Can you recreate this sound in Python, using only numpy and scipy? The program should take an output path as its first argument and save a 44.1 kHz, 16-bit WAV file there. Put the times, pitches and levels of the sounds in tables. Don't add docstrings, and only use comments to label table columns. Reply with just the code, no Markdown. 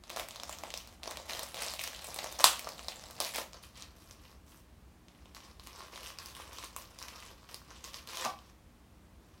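import sys
import numpy as np
from scipy import signal
from scipy.fft import rfft, irfft
from scipy.io import wavfile
from scipy.ndimage import uniform_filter1d

SR = 44100
rng = np.random.default_rng(int(sys.argv[2]) if len(sys.argv) > 2 else 0)


def master(y):
    cut = np.clip(np.atleast_2d(y).T, -1, 1)
    pcm = np.round(cut * 32767)
    wavfile.write(sys.argv[1], SR, pcm.astype(np.int16))


N = 414540
TAPS, TOP_HZ = 2048, 16100
HZ = np.fft.rfftfreq(TAPS, 1 / SR)
REACH_S = 3.45

# frequency in Hz, relative level in dB.
AIR_COLOUR = [(12, -59), (25, -32), (40, -10), (70, -4), (104, -13.5), (123, -15.5), (241, -16), (262, -24),
              (301, -15), (328, -20), (422, -24.5), (780, -26.5), (1120, -28), (1400, -31.5),
              (13900, -45.5), (16000, -47)]
# frequency in Hz, level in dB.
HUM_PARTIALS = [(60, -69), (120, -77), (181, -75), (240, -75.5)]
# start in seconds, end in seconds, relative level in dB.
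HOLDS = [(0.03, .95, -66), (1.05, 3.38, -61), (3.45, 4.35, -73), (5.08, 5.6, -75), (5.65, 7.3, -66),
         (7.35, 8.07, -69), (8.35, 8.5, -70), (9.22, 9.38, -76)]
# start in seconds, length in seconds, relative level in dB,
# then hollow body and crisp edge in dB against that level.
SQUEEZES = [(0.09, .05, -52.5, 2, -10), (0.155, .055, -46.5, -1, -7), (0.28, .16, -60, -2, -11),
            (0.47, .075, -54.5, 0, -6), (0.59, .10, -58, 5, -7), (0.735, .08, -58.5, -4, -9),
            (0.985, .04, -70, 9, -10), (1.024, .085, -53, 6, -11), (1.155, .045, -58, 2, -8),
            (1.278, .135, -49, 1, -7), (1.42, .09, -57, -3, -3), (1.54, .055, -45.5, -4, -11),
            (1.595, .07, -43, -3, -8), (1.68, .06, -47, -11, -7), (1.785, .085, -46, -11, -7),
            (1.90, .09, -52, -7, -10), (2.01, .11, -52, -3, -6), (2.15, .12, -50.5, 0, -7),
            (2.28, .07, -54, 1, -7), (2.383, .04, -41.5, -1, -5), (2.5, .07, -47, -10, -11),
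            (2.6, .13, -56.5, 1, -7), (2.77, .2, -61, -1, -3), (3.0, .19, -61, -1, -8),
            (3.202, .09, -44.5, -4, -5), (3.335, .05, -40, -3, -4), (3.52, .05, -59, 0, -12),
            (3.62, .025, -56, -4, -3), (3.745, .095, -55, -7, -11), (3.95, .18, -67, -4, -3),
            (4.21, .1, -67, 0, -5), (4.46, .13, -69, -1, 2), (5.345, .03, -57, -4, -6),
            (5.4, .1, -63, -1, -9), (5.61, .11, -62, -2, -6), (5.74, .12, -58, 3, -7),
            (5.915, .095, -54.5, -1, -9), (6.02, .08, -51, -5, -6), (6.185, .13, -59, -1, -2),
            (6.34, .08, -55, 0, -6), (6.44, .06, -60, 1, -7), (6.515, .145, -53, -8, -8),
            (6.765, .045, -57.5, 1, -1), (6.98, .125, -57, -3, -5), (7.12, .19, -57.5, -2, -9),
            (7.485, .06, -58, -1, -3), (7.675, .13, -60, -3, -14), (7.83, .055, -53.5, -5, -5),
            (7.925, .05, -50.5, -6, -9)]
# frequency in Hz, relative level in dB.
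CHEST_COLOUR = [(110, -35.5), (200, -14.5), (330, -8.5), (420, -10), (520, -1.5), (680, -1.5), (1140, -3.5),
                (1500, -11), (2000, -9), (4000, -5.5), (8700, -13), (10600, -14), (13000, -15.5),
                (16000, -22)]
REACH_COLOUR = [(160, -50), (280, -11), (326, -3), (442, -7), (515, 0), (786, -6.5), (1050, -0.5),
                (1600, -10.5), (1800, -10), (1960, -11), (2940, -8.5), (5700, -10.5), (7600, -19),
                (12600, -20.5), (16000, -27.5)]
# resonance in Hz, half-width in Hz, boost in dB.
POUCH_RESONANCES = [(620, 110, 2.5), (1089, 100, 3.5)]
# time in seconds, energy above the hollow body in dB,
# ring in Hz, then hollow body and crisp edge in dB against that energy.
SNAPS = [(0.0375, -27, 3900, -9, -16), (0.0962, -23, 3800, -5, -6), (0.1013, -18, 3360, -6, -7),
         (0.1621, -18.5, 3900, 1, -3), (0.1967, -13.5, 2700, -1, -5), (0.2862, -19.5, 2800, -6, -3),
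         (0.3083, -21.5, 3500, -24, -20), (0.3592, -22.5, 3900, 0, -10), (0.3987, -19.5, 4000, -2, -16),
         (0.4341, -15.5, 5400, -5, -9), (0.4942, -17.5, 7100, -1, -2), (0.5266, -20, 6900, -8, -10),
         (0.5862, -23, 6100, -6, -4), (0.636, -23, 2300, 8, -10), (0.704, -19, 3460, -18, -14),
         (0.7398, -12.5, 3530, -11, -11), (0.775, -15, 5630, -13, -5), (0.874, -27, 4070, -6, -6),
         (1.0327, -17.5, 3820, -14, -12), (1.076, -17, 5570, 2, -9), (1.1098, -17.5, 3870, -11, -5),
         (1.1715, -18, 4000, -1, -9), (1.297, -19.5, 3300, -11, -15), (1.3075, -18, 3800, -13, -10),
         (1.3337, -14.5, 3970, -12, -7), (1.3932, -13.5, 3900, -6, -5), (1.4314, -16, 5300, -3, -1),
         (1.5441, -17.5, 3600, -2, -4), (1.6219, -13, 8850, -22, -1), (1.6831, -14, 5270, -11, -14),
         (1.7375, -16, 4500, -2, -3), (1.793, -12.5, 2360, -8, -14), (1.8159, -18, 4000, -9, -1),
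         (1.8378, -11.5, 5600, -19, -3), (1.8763, -15.5, 5700, -11, -3), (2.0434, -19, 2200, -9, -2),
         (2.0695, -21, 6600, -24, -1), (2.1434, -16, 8750, -19, -1), (2.1618, -19, 8300, 0, -1),
         (2.1875, -13.5, 3900, -2, -10), (2.2428, -16.5, 5640, 1, -9), (2.3249, -19.5, 5700, -9, -1),
         (2.3904, -13.5, 5500, -4, -8), (2.404, -16, 6800, 0, -1), (2.5934, -14, 2460, -11, -3),
         (2.6715, -24.5, 5000, 12, -7), (2.6894, -17.5, 4930, -24, -6), (2.7932, -22.5, 2800, 1, -15),
         (2.8837, -10, 4000, -6, -10), (3.0385, -26, 5500, -1, -13), (3.1094, -24, 5600, -13, -4),
         (3.2027, -4.5, 4340, -7, -4), (3.2112, -15, 5630, 3, -10), (3.248, -13.5, 4600, -22, -3),
         (3.3598, -12, 2290, -5, -2), (3.5323, -25, 5040, -7, -18), (3.8229, -20, 4250, -15, -15),
         (4.11, -26, 5600, -6, -11), (5.0833, -34, 3220, -7, -22), (5.257, -35, 2870, 0, -20),
         (5.348, -26, 4500, -4, -9), (5.5965, -26, 4100, -8, -8), (5.6715, -22.5, 2300, -7, -8),
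         (5.9591, -22.5, 3800, -7, -20), (6.1864, -17, 4770, -9, -13), (6.259, -20, 4600, -11, -4),
         (6.399, -32, 3800, 12, -13), (6.585, -21, 3780, -1, -10), (6.638, -28.5, 3000, 8, -12),
         (6.6433, -21, 8900, -17, -1), (6.7634, -13.5, 2610, -6, -1), (6.9881, -22.5, 5300, -16, -9),
         (7.0263, -18.5, 5700, -21, -11), (7.0838, -23, 5500, -22, -6), (7.5437, -16, 4740, -13, -5),
         (7.8419, -20, 7200, -9, -9), (7.9431, -19, 4500, -7, -13), (8.0737, -22.5, 3850, -11, -7),
         (8.1715, -14.5, 3500, -9, -9), (8.2495, -13, 5200, 2, -9), (8.389, -32, 3500, -8, -14)]
# frequency in Hz, relative level in dB.
SNAP_COLOUR = [(100, -33), (300, -31.5), (550, -12), (800, -5.5), (1080, 3.5), (1600, -12.5), (2200, -7),
               (3000, -8.5), (4200, -6), (6500, -6), (9500, -10.5), (11000, -12), (16000, -13.5)]
# time in seconds, energy in dB, room send in dB.
CRACK = (2.442, 12.5, -1.4)
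# frequency in Hz, relative level in dB.
CRACK_AHEAD = [(100, -38.5), (300, -28), (550, -13), (1050, -1), (1600, -19), (2300, -16.5), (2800, -10),
               (3200, -16.5), (3950, -3), (4700, -7.5), (5500, -17), (9500, -14), (11000, -21.5),
               (16000, -22.5)]
CRACK_AROUND = [(100, -32), (200, -18.5), (350, -17.5), (650, -4), (850, -3.5), (1100, 3), (1500, -7),
                (2000, -10.5), (2800, -4), (4300, -2.5), (5500, -6.5), (8000, -4), (10500, -9),
                (16000, -21.5)]
# start and end in seconds, first and last relative level in dB.
SKID = (8.066, 8.258, -53, -43)
# time in seconds, relative energy in dB.
CONTACTS = [(8.2455, -11), (8.2495, -13), (8.2570, -4), (8.2600, -12), (8.274, -24), (8.337, -24)]
# frequency in Hz, relative level in dB, seconds to fall 60 dB.
TABLE_MODES = [(127.2, -20.5, 0.16), (226, -18, .2), (640, -6, .07), (746, -3.5, 0.19), (802, -6, .1),
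               (934, -10, 0.1), (1040, -6, 0.12), (1141, -6.5, .13), (1265, -10, .05), (1534, -13, .06),
               (2600, -11, .02)]
# frequency in Hz, seconds to fall 60 dB.
ROOM_T60 = [(200, 0.4), (530, 0.2647), (1400, 0.3062), (3700, 0.27), (9700, 0.23), (16000, 0.34)]
# frequency in Hz, gain in dB.
ROOM_COLOUR = [(200, 0), (600, 0.6), (1700, -0.59), (2700, 0.75), (7500, -0.45), (16000, -0.66)]


def amp(db):
    return 10 ** (np.asarray(db) / 20)


def unit_power(x):
    return x / np.sqrt(np.mean(x ** 2) + 1e-20)


def wander(length, span):
    return unit_power(uniform_filter1d(rng.standard_normal(length), size=span))


def curve_at(points, hz):
    frequencies, values = np.transpose(points)
    return np.interp(np.log(hz + 1), np.log(frequencies + 1), values)


def add(mix, start_s, sound):
    part = mix[round(start_s * SR):][:len(sound)]
    part += sound[:len(part)]


def through(x, response):
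    return signal.oaconvolve(x, response)[:len(x)]


def sharpest_pulse(gain):
    log_gain = np.log(np.maximum(gain, gain.max() * 1e-5))
    mirrored = np.concatenate([log_gain, log_gain[-2:0:-1]])
    return irfft(np.exp(np.conj(signal.hilbert(mirrored)))[:len(gain)])


def room_tone(rush_db=-59.1):
    t = np.arange(N) / SR
    colour = amp(curve_at(AIR_COLOUR, np.fft.rfftfreq(N, 1 / SR)))
    rush = irfft(rfft(rng.standard_normal(N)) * colour, N)
    hum = sum(amp(db) * np.sqrt(2) * np.sin(2 * np.pi * (hz * t + rng.random()))
              for hz, db in HUM_PARTIALS)
    return amp(rush_db) * unit_power(rush) + hum


def registers(gain, body_hz=1700, edge_hz=8000):
    body = 1 / (1 + (HZ / body_hz) ** 10)
    edge = 1 - 1 / (1 + (HZ / edge_hz) ** 12)
    film = (1 - body) * (1 - edge)
    return [unit_power(gain * np.sqrt(abs(share))) for share in (body, film, edge)]


def packet_colour(at_reach, boost_db=0):
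    hz, width_hz, db = POUCH_RESONANCES[at_reach]
    resonance_db = (db + boost_db) / (1 + ((HZ - hz) / width_hz) ** 2)
    return amp(curve_at(REACH_COLOUR if at_reach else CHEST_COLOUR, HZ) + resonance_db)


def stroke(length_s, change_db, attack_s=.012, release_s=.02):
    t = np.arange(0, length_s + 8 * release_s, 1 / SR)
    attack = np.minimum(t / attack_s, 1)
    hold = amp(change_db * np.minimum(t / length_s, 1))
    release = np.exp(-np.maximum(t - length_s, 0) / release_s)
    return (attack * hold * release) ** 2


def handling(sag_db=-2, hold_edge_db=-8, skid_body_db=-4, skid_edge_db=-9):
    moves = [(*squeeze, sag_db) for squeeze in SQUEEZES]
    moves += [(start, end - start, db, 0, hold_edge_db, 0) for start, end, db in HOLDS]
    start, end, first_db, last_db = SKID
    moves.append((start, end - start, first_db, skid_body_db, skid_edge_db, last_db - first_db))
    power = np.zeros((3, N))
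    for start, length, db, body_db, edge_db, change_db in moves:
        shape = stroke(length, change_db)
        for register, colour_db in zip(power, (body_db, 0, edge_db)):
            add(register, start, amp(db + colour_db) ** 2 * shape)
    return np.sqrt(power)


def facet_ring(hz, ring_s=.00019, tick_s=.00028):
    age = np.arange(TAPS // 8) / SR
    ring = np.cos(2 * np.pi * hz * age) * age * np.exp(-age / ring_s)
    tick = rng.standard_normal(len(age)) * np.exp(-age / tick_s)
    return unit_power(unit_power(ring) + unit_power(tick))


def crackle(flips_per_s=900, spread_db=4.7, facets=32, uneven_db=.7, trim_db=-1):
    t = np.arange(N) / SR
    sizes = amp(spread_db * np.minimum(rng.exponential(1, N), 4))
    flips = sizes * rng.choice([-1, 1], N) * (rng.random(N) < flips_per_s / SR)
    facet = rng.integers(0, facets, N)
    pitches = (np.arange(facets) + rng.random(facets)) / facets * TOP_HZ
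    grains = sum(through(flips * (facet == k), facet_ring(hz)) for k, hz in enumerate(pitches))
    rub = np.select([t < REACH_S, t < SKID[0]], [.17, .28], .8)
    grains = unit_power(grains) + rub * rng.standard_normal(N)
    grains /= np.sqrt(uniform_filter1d(grains ** 2, size=2400) + 1e-9)
    grains *= amp(uneven_db * wander(N, 800))
    reach = np.clip((t - REACH_S) * 10, 0, 1)
    strengths = handling() * amp(trim_db)
    out = np.zeros(N)
    for at_reach, share in enumerate((1 - reach, reach)):
        for strength, gain in zip(strengths, registers(packet_colour(at_reach))):
            out += through(grains * share * strength, sharpest_pulse(gain))
    return out


def bending_pulse(gain, spread_s):
    delay_s = spread_s * abs(wander(len(HZ), 60))
    phase_lag = np.exp(-2j * np.pi * np.cumsum(delay_s) * HZ[1])
    pulse = irfft(rfft(sharpest_pulse(gain)) * phase_lag)[:TAPS // 2]
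    return pulse / np.linalg.norm(pulse)


def snaps(width_hz=900, ring_db=9.5, beam_db=4, spread_s=.00075, pouch_share=.8, room_db=-3.6):
    direct, to_room = np.zeros(N), np.zeros(N)
    pouch = [registers(packet_colour(at_reach, boost_db=4.5))[0] for at_reach in (False, True)]
    for start, db, hz, body_db, edge_db in SNAPS:
        peak_db = ring_db / (1 + ((HZ - hz) / width_hz) ** 2)
        body, film, edge = registers(amp(curve_at(SNAP_COLOUR, HZ) + peak_db))
        body = unit_power(body + pouch_share * (pouch[int(start > REACH_S)] - body))
        edge_share = min(amp(edge_db) ** 2, .8)
        power = (amp(body_db) * body) ** 2 + (1 - edge_share) * film ** 2 + edge_share * edge ** 2
        size = amp(db) * np.sqrt(power.mean())
        beam = amp(beam_db * wander(len(HZ), 36))
        add(direct, start, size * bending_pulse(np.sqrt(power) * beam, spread_s))
        add(to_room, start, size * amp(room_db) * bending_pulse(np.sqrt(power), spread_s))
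    return direct, to_room


def crack(spread_s=.0007):
    start, db, room_db = CRACK
    direct, to_room = np.zeros(N), np.zeros(N)
    add(direct, start, amp(db) * bending_pulse(amp(curve_at(CRACK_AHEAD, HZ)), spread_s))
    add(to_room, start, amp(db + room_db) * bending_pulse(amp(curve_at(CRACK_AROUND, HZ)), spread_s))
    return direct, to_room


def landing(slap_hz=560, thud_band_hz=(90, 260), thud_db=2):
    t = np.arange(SR // 3) / SR
    modes = np.array([amp(db - 60 * t / t60) * np.cos(2 * np.pi * hz * t) for hz, db, t60 in TABLE_MODES])
    knocks = np.zeros(N)
    for start, db in CONTACTS:
        weights = rng.choice([-1, 1], len(modes)) * rng.uniform(.53, 1.2, len(modes))
        knock = weights @ modes
        add(knocks, start, amp(db) * knock / np.linalg.norm(knock))
    slap = signal.sosfilt(signal.butter(3, slap_hz, "high", fs=SR, output="sos"), knocks)
    thud = signal.sosfilt(signal.butter(2, thud_band_hz, "band", fs=SR, output="sos"), knocks)
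    return slap + amp(thud_db) * thud


def room_response(build_s=.0023, echo_db=-20):
    reflections = rng.choice([-1., 1.], SR // 2) * (rng.random(SR // 2) < .25)
    hz, t, bands = signal.stft(reflections, SR, nperseg=256)
    decay = amp(-60 * t / curve_at(ROOM_T60, hz)[:, None])
    tail = signal.istft(bands * decay, SR, nperseg=256)[1]
    tail *= 1 - np.exp(-np.arange(len(tail)) / SR / build_s)
    tail /= np.linalg.norm(tail)
    for delay_s in (.0044, .0062, .011, .027):
        tail[round(delay_s * rng.uniform(.9, 1.1) * SR)] += amp(echo_db)
    return through(tail, sharpest_pulse(amp(curve_at(ROOM_COLOUR, HZ))))


def dining_room(x, paths=4, changes_per_s=45):
    turn = np.arange(N) / SR * changes_per_s
    out = np.zeros(N)
    for k in range(paths):
        away = abs((turn - k) % paths - paths / 2)
        fade = np.cos(np.pi / 2 * np.minimum(away, 1))
        out += through(x * fade, room_response())
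    return out


def scene(crackle_room_db=-1, landing_room_db=-4):
    buckling, buckling_to_room = np.add(snaps(), crack())
    film, knocks = crackle(), landing()
    to_room = buckling_to_room + amp(crackle_room_db) * film + amp(landing_room_db) * knocks
    return (buckling + film + knocks + dining_room(to_room) + room_tone())[None]


def record(dry, ceiling=.88):
    clipped = np.clip(dry, -ceiling, ceiling)
    lowpass = signal.firwin(255, TOP_HZ, window=("kaiser", 8), fs=SR)
    return signal.oaconvolve(clipped, lowpass[None], "same")


dry = scene()
out = record(dry)
master(out)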